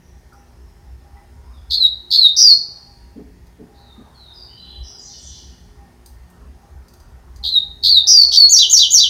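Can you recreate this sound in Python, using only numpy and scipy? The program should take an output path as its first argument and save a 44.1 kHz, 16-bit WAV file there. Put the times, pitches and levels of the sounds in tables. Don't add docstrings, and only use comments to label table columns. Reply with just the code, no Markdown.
import sys
import numpy as np
from scipy import signal
from scipy.io import wavfile
from scipy.ndimage import uniform_filter1d

SR = 44100
rng = np.random.default_rng(int(sys.argv[2]) if len(sys.argv) > 2 else 0)


def materialize(psi):
    bounded = np.clip(np.atleast_2d(psi).T, -1, 1)
    quanta = np.round(bounded * 32767).astype(np.int16)
    wavfile.write(sys.argv[1], SR, quanta)


def field_ratio(decibels):
    return 10 ** (np.asarray(decibels, dtype=float) / 20)


N = 400869


def evened(x):
    return x / np.sqrt(np.mean(x ** 2) + 1e-20)


def add(mix, start_s, sound):
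    part = mix[round(start_s * SR):][:len(sound)]
    part += sound[:len(part)]


def drift(size, rate_hz):
    knots = rng.standard_normal(max(int(size / SR * rate_hz * 4) + 8, 8192))
    smooth = uniform_filter1d(uniform_filter1d(knots, size=2), size=3)
    return np.interp(np.arange(size) / SR * rate_hz * 4, np.arange(len(knots)), evened(smooth))


def swells(rows, rest_db):
    t = np.arange(0, N + 64, 64) / SR
    power = field_ratio(rest_db) ** 2
    for peak_s, db, half_s in rows:
        power = power + field_ratio(db) ** 2 * np.exp(-2 * ((t - peak_s) / half_s) ** 2)
    return np.interp(np.arange(N) / SR, t, np.sqrt(power))


def resonate(x, hz, width_hz):
    turn = np.exp(2j * np.pi * np.cumsum(hz * np.ones(len(x))) / SR)
    r = np.exp(-np.pi * width_hz / SR)
    return 2 * (turn * signal.lfilter([1 - r], [1, -r], x / turn)).real


def noise(spectrum, patchy_db, size=2048):
    hz = np.fft.rfftfreq(size, 1 / SR)
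    knot_hz, knot_db = np.transpose(spectrum)
    count = min(len(hz), size * len(spectrum) ** 2 // 390)
    z = np.zeros((len(hz), 4 * N // size + 5), complex)
    real, imag, patches = rng.standard_normal((3, count, z.shape[1]))
    patches = evened(uniform_filter1d(uniform_filter1d(patches, size=14, axis=0), size=8, axis=1))
    colour_db = np.interp(np.log(hz + 1), np.log(knot_hz + 1), knot_db, left=-90, right=-90)
    z[:count] = (real + 1j * imag) * field_ratio(colour_db[:count, None] + patchy_db * patches)
    return evened(signal.istft(z, nperseg=size, noverlap=3 * size // 4)[1][:N])


def echoes(x, start_s, rise_s, decays):
    t = np.arange(SR) / SR
    taps = np.zeros(SR)
    at = np.arange(0, SR - 12, 12)
    taps[at + rng.integers(0, 12, len(at))] = rng.choice([-1., 1.], len(at))
    taps *= np.clip((t - start_s) / rise_s, 0, 1) * sum(field_ratio(db - 60 * t / t60_s) for db, t60_s in decays)
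    return signal.oaconvolve(x, taps / np.linalg.norm(taps))[:N]


def town():
    # hz, density_db
    rumble_spectrum = [(24, -39.5), (33, -20), (42, -5.5), (50, -13), (62, 3.8), (78, -8.5), (92, -20.5),
                       (102, -20), (135, -24)]
    drone_spectrum = [(76, -33), (130, 1), (199, -4.5), (242, -2), (322, -14.5), (330, -10), (430, -42),
                      (730, -120)]
    traffic_spectrum = [(260, -30.5), (450, -8.5), (556, -5), (811, -2), (1110, -8.5), (1210, -8.5),
                        (1500, -8.5), (1950, -33.5), (3300, -120)]
    hiss_spectrum = [(59, -26), (100, 1.5), (173, -18), (248, -18.5), (300, -18), (363, -15), (508, -20.5),
                     (809, -20), (1370, -28), (1800, -23.5), (2480, -29.5), (3860, -32.5), (5180, -30),
                     (7120, -35.5), (15500, -39.5)]
    # peak_s, peak_db, half_length_s
    surge_rows = [(.17, -44, 0.13), (.84, -40.5, 0.27), (1.4, -41.5, 0.37), (1.7, -34.5, .07),
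                  (1.9, -42.5, 0.089), (3.04, -43.5, 0.11), (3.42, -44, .2), (3.97, -50, 0.084),
                  (4.4, -44.5, .1), (4.82, -31, 0.054), (5.3, -38.5, .06), (5.48, -41.5, 0.088),
                  (5.72, -44, .15), (6.16, -38.5, .08), (6.48, -41.5, 0.12), (6.76, -36, .06),
                  (7.12, -40, 0.16), (7.38, -34, .1), (7.72, -36.5, 0.07), (7.89, -35.5, 0.075),
                  (8.3, -43.5, 0.36), (8.78, -40, 0.039), (9.08, -41, 0.17)]
    # time_s, level_db
    passing_rows = [(0, -65), (.38, -58), (.8, -61.5), (1.6, -57), (2.4, -61.5), (2.76, -56), (3.2, -74.5),
                    (4.0, -53.5), (4.8, -57.5), (5.35, -64), (6.0, -59), (6.76, -55), (7.4, -55),
                    (7.87, -61), (8.15, -49.5), (9.09, -55.5)]

    rumble = swells(surge_rows, rest_db=-51.5) * noise(rumble_spectrum, patchy_db=-0.3, size=8192)
    drone_db = -56.5 - 3.5 + 1.5 * drift(N, 1.5)
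    drone = field_ratio(drone_db) * noise(drone_spectrum, patchy_db=2.0, size=4096)
    traffic_db = np.interp(np.arange(N) / SR, *np.transpose(passing_rows)) - 2.5
    traffic = field_ratio(traffic_db) * noise(traffic_spectrum, patchy_db=3.5)
    hiss_to_top = [*hiss_spectrum, (17000, hiss_spectrum[-1][1])]
    hiss = field_ratio(-52 - 2.5) * noise(hiss_to_top, patchy_db=1.56)
    return rumble + drone + traffic + hiss


def insects():
    # centre_hz, width_hz, level_db
    chirr_bands = [(6500, 300, -78.5), (9246, 1100, -78)]
    out = np.zeros(N)
    for hz, width_hz, db in chirr_bands:
        band = resonate(resonate(rng.standard_normal(N), hz, width_hz), hz, width_hz)
        out += field_ratio(db + 2.5 * drift(N, 3.1)) * evened(band)
    return out


def machine():
    # hz, level_db
    hum_lines = [(177.6, -64.5), (242.2, -67), (355.3, -65.5), (414.5, -68), (807.5, -63), (947.5, -73.5),
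                 (1351, -91), (1836, -74.5), (2008, -88)]
    # peak_s, peak_db, half_length_s
    whine_rows = [(.15, -55.5, 0.031), (.38, -53.5, 0.075), (.78, -62.5, 0.091), (1.2, -49.5, .15),
                  (1.82, -58, 0.085), (2.13, -57.5, .1), (2.88, -58.5, 0.32), (3.82, -53.5, 0.11),
                  (4.8, -58, 0.35), (5.11, -54, 0.033), (5.82, -52.5, 0.034), (6.08, -63, 0.1),
                  (6.68, -52.5, 0.093), (7.44, -52, 0.031), (7.72, -56.5, 0.21), (8.4, -55.5, .07),
                  (8.68, -52.5, .1)]
    whine_hz = 806

    t = np.arange(N // 8 + 1) * 8 / SR
    lines = np.zeros(len(t))
    for hz, db in hum_lines:
        if abs(hz - whine_hz) > 20:
            lines += field_ratio(db + 4.5 * drift(len(t), 60)) * np.sin(2 * np.pi * hz * t)
    thin_band = evened(resonate(rng.standard_normal(N), whine_hz, 2))
    whine = field_ratio(-3.0) * swells(whine_rows, rest_db=-72.5) * thin_band
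    return np.sqrt(2) * signal.resample_poly(lines, 8, 1)[:N] + whine


def thuds():
    # start_s, peak_db, length_s
    thud_rows = [
        (3.151, -31, 0.082),
        (3.583, -33.5, 0.0687),
        (3.969, -38.5, 0.068),
    ]
    # hz, width_hz, level_db
    body_modes = [(225, 133, 1.5), (414, 31, -4), (674, 28, -25)]
    # start_s, length_s, pitch_hz, width_hz, level_db
    knock_rows = [
        (.32, 0.042, 1320, 252, -52),
        (1.164, 0.048, 1990, 60, -58.5),
        (3.948, 0.091, 1225, 40, -61),
        (4.122, 0.09, 1230, 60, -77),
    ]

    out = np.zeros(N)
    for start_s, db, length_s in thud_rows:
        push = rng.standard_normal(int(length_s * SR))
        body = np.zeros(len(push))
        for hz, width_hz, mode_db in body_modes:
            mode = resonate(resonate(push, hz, width_hz), hz, width_hz)
            body += field_ratio(mode_db) * mode / np.sqrt(width_hz)
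        add(out, start_s, field_ratio(db - 4.5) * evened(body) * signal.windows.tukey(len(push), .5))
    for start_s, length_s, hz, width_hz, db in knock_rows:
        push = rng.standard_normal(int(length_s * SR))
        knock = evened(resonate(resonate(push, hz, width_hz), hz, width_hz))
        add(out, start_s, field_ratio(db) * knock * signal.windows.tukey(len(push), .3))
    return out + field_ratio(-8) * echoes(out, 0.016, 0.029, [(0.1, 0.5)])


def cage():
    # start_s, peak_db, low_ring_db and top_db (over the peak), t60_s
    tick_rows = [(0.3304, -48.5, -12, -19, 0.077), (3.469, -47, -8.5, -17.5, 0.067),
                 (6.0601, -32.5, -24, -15, 0.06), (6.3005, -46, -37, -12.5, 0.06),
                 (6.6194, -57, -14, -18, 0.06), (6.8833, -40, -3, -29, 0.072), (6.9363, -38, -1, -17, 0.06),
                 (7.001, -42, 0, -21, 0.068), (7.3603, -39, -2, -25.5, 0.078)]
    # hz, level_db, t60_s (the tick's own t60 rules)
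    wire_modes = [(4150, -5, 0.11), (4720, 13, 0.068), (5900, 5, 0.028), (6170, -20, 0.41),
                  (8300, -13, 0.2), (11100, -20.5, 0.07), (12230, -19.5, 0.16), (12200, -25, 0.16),
                  (14300, -20, 0.26)]

    out = np.zeros(N)
    t = np.arange(SR // 5) / SR
    for start_s, db, low_db, top_db, t60_s in tick_rows:
        scratch = np.diff(rng.standard_normal(len(t) + 1))
        ring = np.zeros(len(t))
        for hz, wire_db, _ in wire_modes:
            mode_db = (low_db + 13.) * (hz < 6500) + (top_db + 10.) * (hz > 10000) + 0.51 * wire_db
            tuned_hz = hz * rng.uniform(1.0, 1.02)
            ring += field_ratio(mode_db) * resonate(scratch, tuned_hz, 280) * 5000 / hz
        dry_scratch = scratch * field_ratio(top_db + 6.0 - 60 * t / 0.044)
        add(out, start_s, field_ratio(db - 7.0 - 60 * t / t60_s) * (.7 * evened(ring) + dry_scratch))
    return out + field_ratio(-2.5) * echoes(out, 0.0024, 0.0036, [(0.1, 0.36)])


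def syrinx(hz, db, edge_s, half_db, breath_db, bright_db=0., fuzz=.25):
    # multiple, level_db
    overtone_rows = [(2, -34.5), (3, -32.5), (4, -43.5)]
    turn = 2 * np.pi * np.cumsum(hz) / SR
    upper = field_ratio(half_db) * (np.sin(3 * turn / 2) + 0.12 * np.sin(5 * turn / 2))
    for k, overtone_db in overtone_rows:
        upper += field_ratio(overtone_db + bright_db) * np.sin(k * turn) * (k * hz < 19000)
    tone = np.sin(turn) * (1 + field_ratio(breath_db) * drift(len(hz), 1500))
    tone += upper * (1 + fuzz * drift(len(hz), 2500))
    t = np.arange(len(hz)) / SR
    fade = np.clip(np.minimum(t, t[-1] - t) / edge_s, 0, 1) ** 2
    return np.sqrt(2) * field_ratio(db) * tone * fade


def glide(start_s, length_s, first_hz, last_hz, db, swell_db, release_db=7, settle=1.9, linger=0.98,
          break_db=0.):
    peak_at = 0.69
    u = np.linspace(0, 1, num=40)
    hz = last_hz + (first_hz - last_hz) * (1 - u ** linger) ** settle
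    level_db = db - swell_db * np.clip(1 - u / peak_at, 0, 1)
    level_db -= release_db * np.clip((u - peak_at) / (1 - peak_at), 0, 1) ** 2
    level_db -= break_db * np.exp(-((hz - 4190) / 70.) ** 2)
    return np.transpose([start_s + u * length_s, level_db, hz])


def whistle(rows, wobble, edge_s=0.0031, half_db=-50, breath_db=-36, bright_db=-5.0, fuzz=0.083):
    s, db, hz = np.transpose(rows)
    t = np.arange(s[0], s[-1], 1 / SR)
    pitch_hz = uniform_filter1d(np.interp(t, s, hz), size=200, mode="nearest")
    pitch_hz = pitch_hz * (1 + wobble * drift(len(t), 300))
    level_db = np.interp(t, s, db)
    return s[0], syrinx(pitch_hz, level_db, edge_s, half_db, breath_db, bright_db, fuzz)


def trill(start_s, length_s, hz, swing_hz, db, rise_share, dip_db, half_db, lead_s=0, focus_db=0.0,
          cycles_per_sweep=48, peak_at=0.87, buzz=0):
    t = np.arange(0, length_s, 1 / SR)
    u = t / length_s
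    sweeps_per_s = hz / cycles_per_sweep
    cycle = (sweeps_per_s * np.maximum(t - lead_s, 0) + 0.088 * drift(len(t), 110) * u) % 1
    fall = np.clip(1 - rise_share, .05, .95)
    sweep = np.interp(cycle, [0, fall, 1], [1, -1, 1])
    sweep = uniform_filter1d(np.where(t < lead_s, .4, sweep), size=40, mode="nearest")
    pitch_hz = hz + swing_hz * (1 - 0.42 * u ** 3) * sweep

    dip = uniform_filter1d(1. * (cycle > fall), size=70)
    blip_db = -4 - 18 * (2 * t / (lead_s + 1e-9) - .9) ** 2
    blip_db = uniform_filter1d(np.where(t < lead_s, blip_db, 0), size=30)
    level_db = db - 11 * (1 - u / peak_at) ** 2 + blip_db - dip_db * dip
    level_db -= focus_db * sweep ** 2

    buzz_hz = 429.2 * (1 + .12 * drift(len(t), 200))
    split = buzz * (t > lead_s) * (1 - u ** 3)
    beat = 1 - split + split * np.sqrt(2) * np.cos(2 * np.pi * np.cumsum(buzz_hz) / SR)
    voice = syrinx(pitch_hz, level_db, .003, half_db, breath_db=-24, bright_db=1.5, fuzz=.4)
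    return start_s, beat * voice


def far_bird():
    # start_s, length_s, first_hz, last_hz, peak_db
    far_whistles = [(1.523, .07, 3873, 3360, -60.5), (3.79, .16, 4205, 3655, -58),
                    (4.1, 0.11, 3390, 3280, -67.5), (4.135, .195, 4500, 3694, -49.5),
                    (4.328, 0.12, 5213, 4617, -42.5), (4.47, 0.117, 2905, 3070, -51.5),
                    (4.561, 0.18, 4000, 4000, -44.5), (4.9, .1, 5187, 4928, -42.5),
                    (5.079, .3, 3620, 3476, -55.5), (5.109, 0.044, 3250, 2945, -53),
                    (5.179, 0.25, 3300, 2916, -60)]
    # start_s, length_s, centre_hz, swing_hz, level_db
    far_trills = [(3.728, 0.061, 4206, 597, -55), (4.136, 0.073, 4150, 409, -70),
                  (4.318, 0.096, 5080, 350, -67), (4.575, .2, 3206, 412, -48.5),
                  (4.822, .075, 5430, 693, -39.5), (5.039, .12, 5120, 1306, -42.5),
                  (5.237, .14, 5080, 1542, -45.5), (5.118, 0.29, 3250, 380, -56)]
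    # start_s, length_s, first_hz, last_hz, peak_db
    chirp_rows = [(0, 0.11, 5900, 5780, -66.5), (.325, 0.063, 5500, 5770, -65), (.53, .06, 5300, 5240, -70),
                  (.65, .06, 5250, 5270, -69), (.745, .63, 5264, 5120, -75.5),
                  (1.43, 0.18, 5180, 5000, -68.5)]
    # start_s, length_s, first_hz, last_hz, peak_db
    sweep_rows = [
        (4.984, .065, 8300, 5780, -41),
        (5.181, .085, 9330, 5750, -43),
    ]

    song, sweeps = np.zeros((2, N))
    for row in far_whistles:
        course = glide(*row, swell_db=3.023, release_db=3.5, settle=2.1)
        add(song, *whistle(course, wobble=.017, edge_s=0.007, breath_db=-20.0))
    for row in far_trills:
        add(song, *trill(*row, rise_share=.3, dip_db=4.0, half_db=-30))
    for row in chirp_rows:
        add(song, *whistle(glide(*row, swell_db=1.5, release_db=4.), wobble=.03, edge_s=.006))
    for row in sweep_rows:
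        add(sweeps, *whistle(glide(*row, swell_db=13.0, settle=2.5), wobble=.01, edge_s=0.0055))
    facing = field_ratio(-3.5) * sweeps + field_ratio(5.5) * echoes(sweeps, 0.011, 0.024, [(-2.0, 0.8), (-13, 0.85)])
    return facing + field_ratio(4.0) * echoes(song, 0, .003, [(-6.5, .2), (3.9, .9), (-16, 1.4)])


def bird():
    # start_s, length_s, centre_hz, swing_hz, level_db
    trill_rows = [
        (1.697, 0.062, 4204, 385, -11),
        (2.1025, 0.069, 4290, 400, -6.5),
        (2.363, .075, 5363, 759, -4.5),
        (7.427, 0.07, 4001, 380, -14.5),
        (7.825, .068, 4240, 400, -5.5),
        (8.069, 0.067, 5428, 754, -2),
    ]
    # start_s, length_s, centre_hz, swing_hz, level_db
    rasp_row = (8.314, .058, 4650, 1750, -9)
    # length_s, first_hz, last_hz, peak_db, swell_db
    whistle_rows = [(.115, 4430, 3786, -9.5, 12.5), (.12, 4440, 3670, -8.5, 2),
                    (.105, 4962, 4290, -4.5, -1.3), (.1, 4272, 3700, -13, 10), (.116, 4660, 3630, -9, 1.5),
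                    (.112, 4920, 4375, -1.5, 2), (.088, 4570, 4320, -2.5, -4)]
    # time_s, level_db, pitch_hz
    arch_tables = [
        [(0, -10, 6235), (.01, -21.5, 6820), (.022, -6, 7010)],
        [(.014, -34.5, 7800), (.03, -12, 6824), (.045, -1.5, 6107), (.06, -1.5, 5470), (.07, -11, 5464)],
        [(.068, -20, 4100), (.08, -6, 4565), (.087, -5, 4750), (.091, -8.5, 5205)],
        [(.002, -47, 9360), (.02, -39.5, 9200), (.042, -42.5, 9360)],
        [(.094, -16, 3518), (.108, -10, 4057), (.118, -12.5, 3964), (.14, -11, 3191), (.165, -19.5, 2846)],
    ]
    # half_way_lines_db, overtone_lift_db, overtone_fuzz
    arch_voices = [(-50.5, 8.5, .3), (-42, 8, 0.3), (-32.5, -1.5, 1.6), (-47, -19.5, 0.28),
                   (-38.5, -8.5, 1.4)]
    # start_s, level_db
    figure_rows = [
        (8.492, 1),
        (8.696, 0.6),
        (8.904, -0.8),
    ]
    # delay_s, level_db
    wall_echoes = [(.0021, -15), (.0037, -6.5), (.0058, -14), (.0083, -11.5), (0.0125, -7), (.017, -11)]

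    song = np.zeros(N)
    for row in trill_rows:
        low = row[2] < 5000
        add(song, *trill(*row, rise_share=0.45, dip_db=3.0 + 7.8 * low, half_db=-42.5 + 11.0 * low,
                         lead_s=.0105 * low, peak_at=.95 - .35 * low, buzz=0.6 * low))
    add(song, *trill(*rasp_row, rise_share=0.28, dip_db=10.5, half_db=-24.5, focus_db=6.5,
                     cycles_per_sweep=50.))
    for (start_s, length_s, *_), row in zip([*trill_rows, rasp_row], whistle_rows):
        course = glide(start_s + length_s - .001, *row, linger=1.35, break_db=8.)
        add(song, *whistle(course, wobble=.003))
    for figure_s, db in figure_rows:
        for rows, (half_db, bright_db, fuzz) in zip(arch_tables, arch_voices):
            start_s, arch = whistle(rows, 0.0036, 0.0023, half_db, -22.0, bright_db, fuzz)
            add(song, figure_s + start_s, field_ratio(db) * arch)

    windpipe = signal.butter(8, 2900, "high", fs=SR, output="sos")
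    song = signal.sosfilt(windpipe, song)
    soaked = signal.butter(1, 8000, fs=SR, output="sos")
    dull = signal.sosfilt(soaked, song)
    close = song.copy()
    for delay_s, db in wall_echoes:
        add(close, delay_s, field_ratio(db) * song)
    return field_ratio(-0.45) * close + field_ratio(-4.5) * echoes(dull, 0.0041, 0.01, [(0.5, .3), (-21, .9)])


def scene():
    return (town() + insects() + machine() + thuds() + cage() + far_bird() + bird())[None]


def top_cut(x):
    return signal.sosfilt(signal.butter(12, 15690, fs=SR, output="sos"), x)


def record(dry):
    ceiling, let_go_db_per_s = .965, 500.
    fall_db = np.arange(N) * let_go_db_per_s / SR
    over_db = np.maximum(20 * np.log10(abs(dry) / ceiling + 1e-9), 0)
    held_db = np.maximum.accumulate(over_db + fall_db, axis=1) - fall_db
    return top_cut(dry * field_ratio(-held_db))


dry = scene()
out = record(dry)
materialize(out)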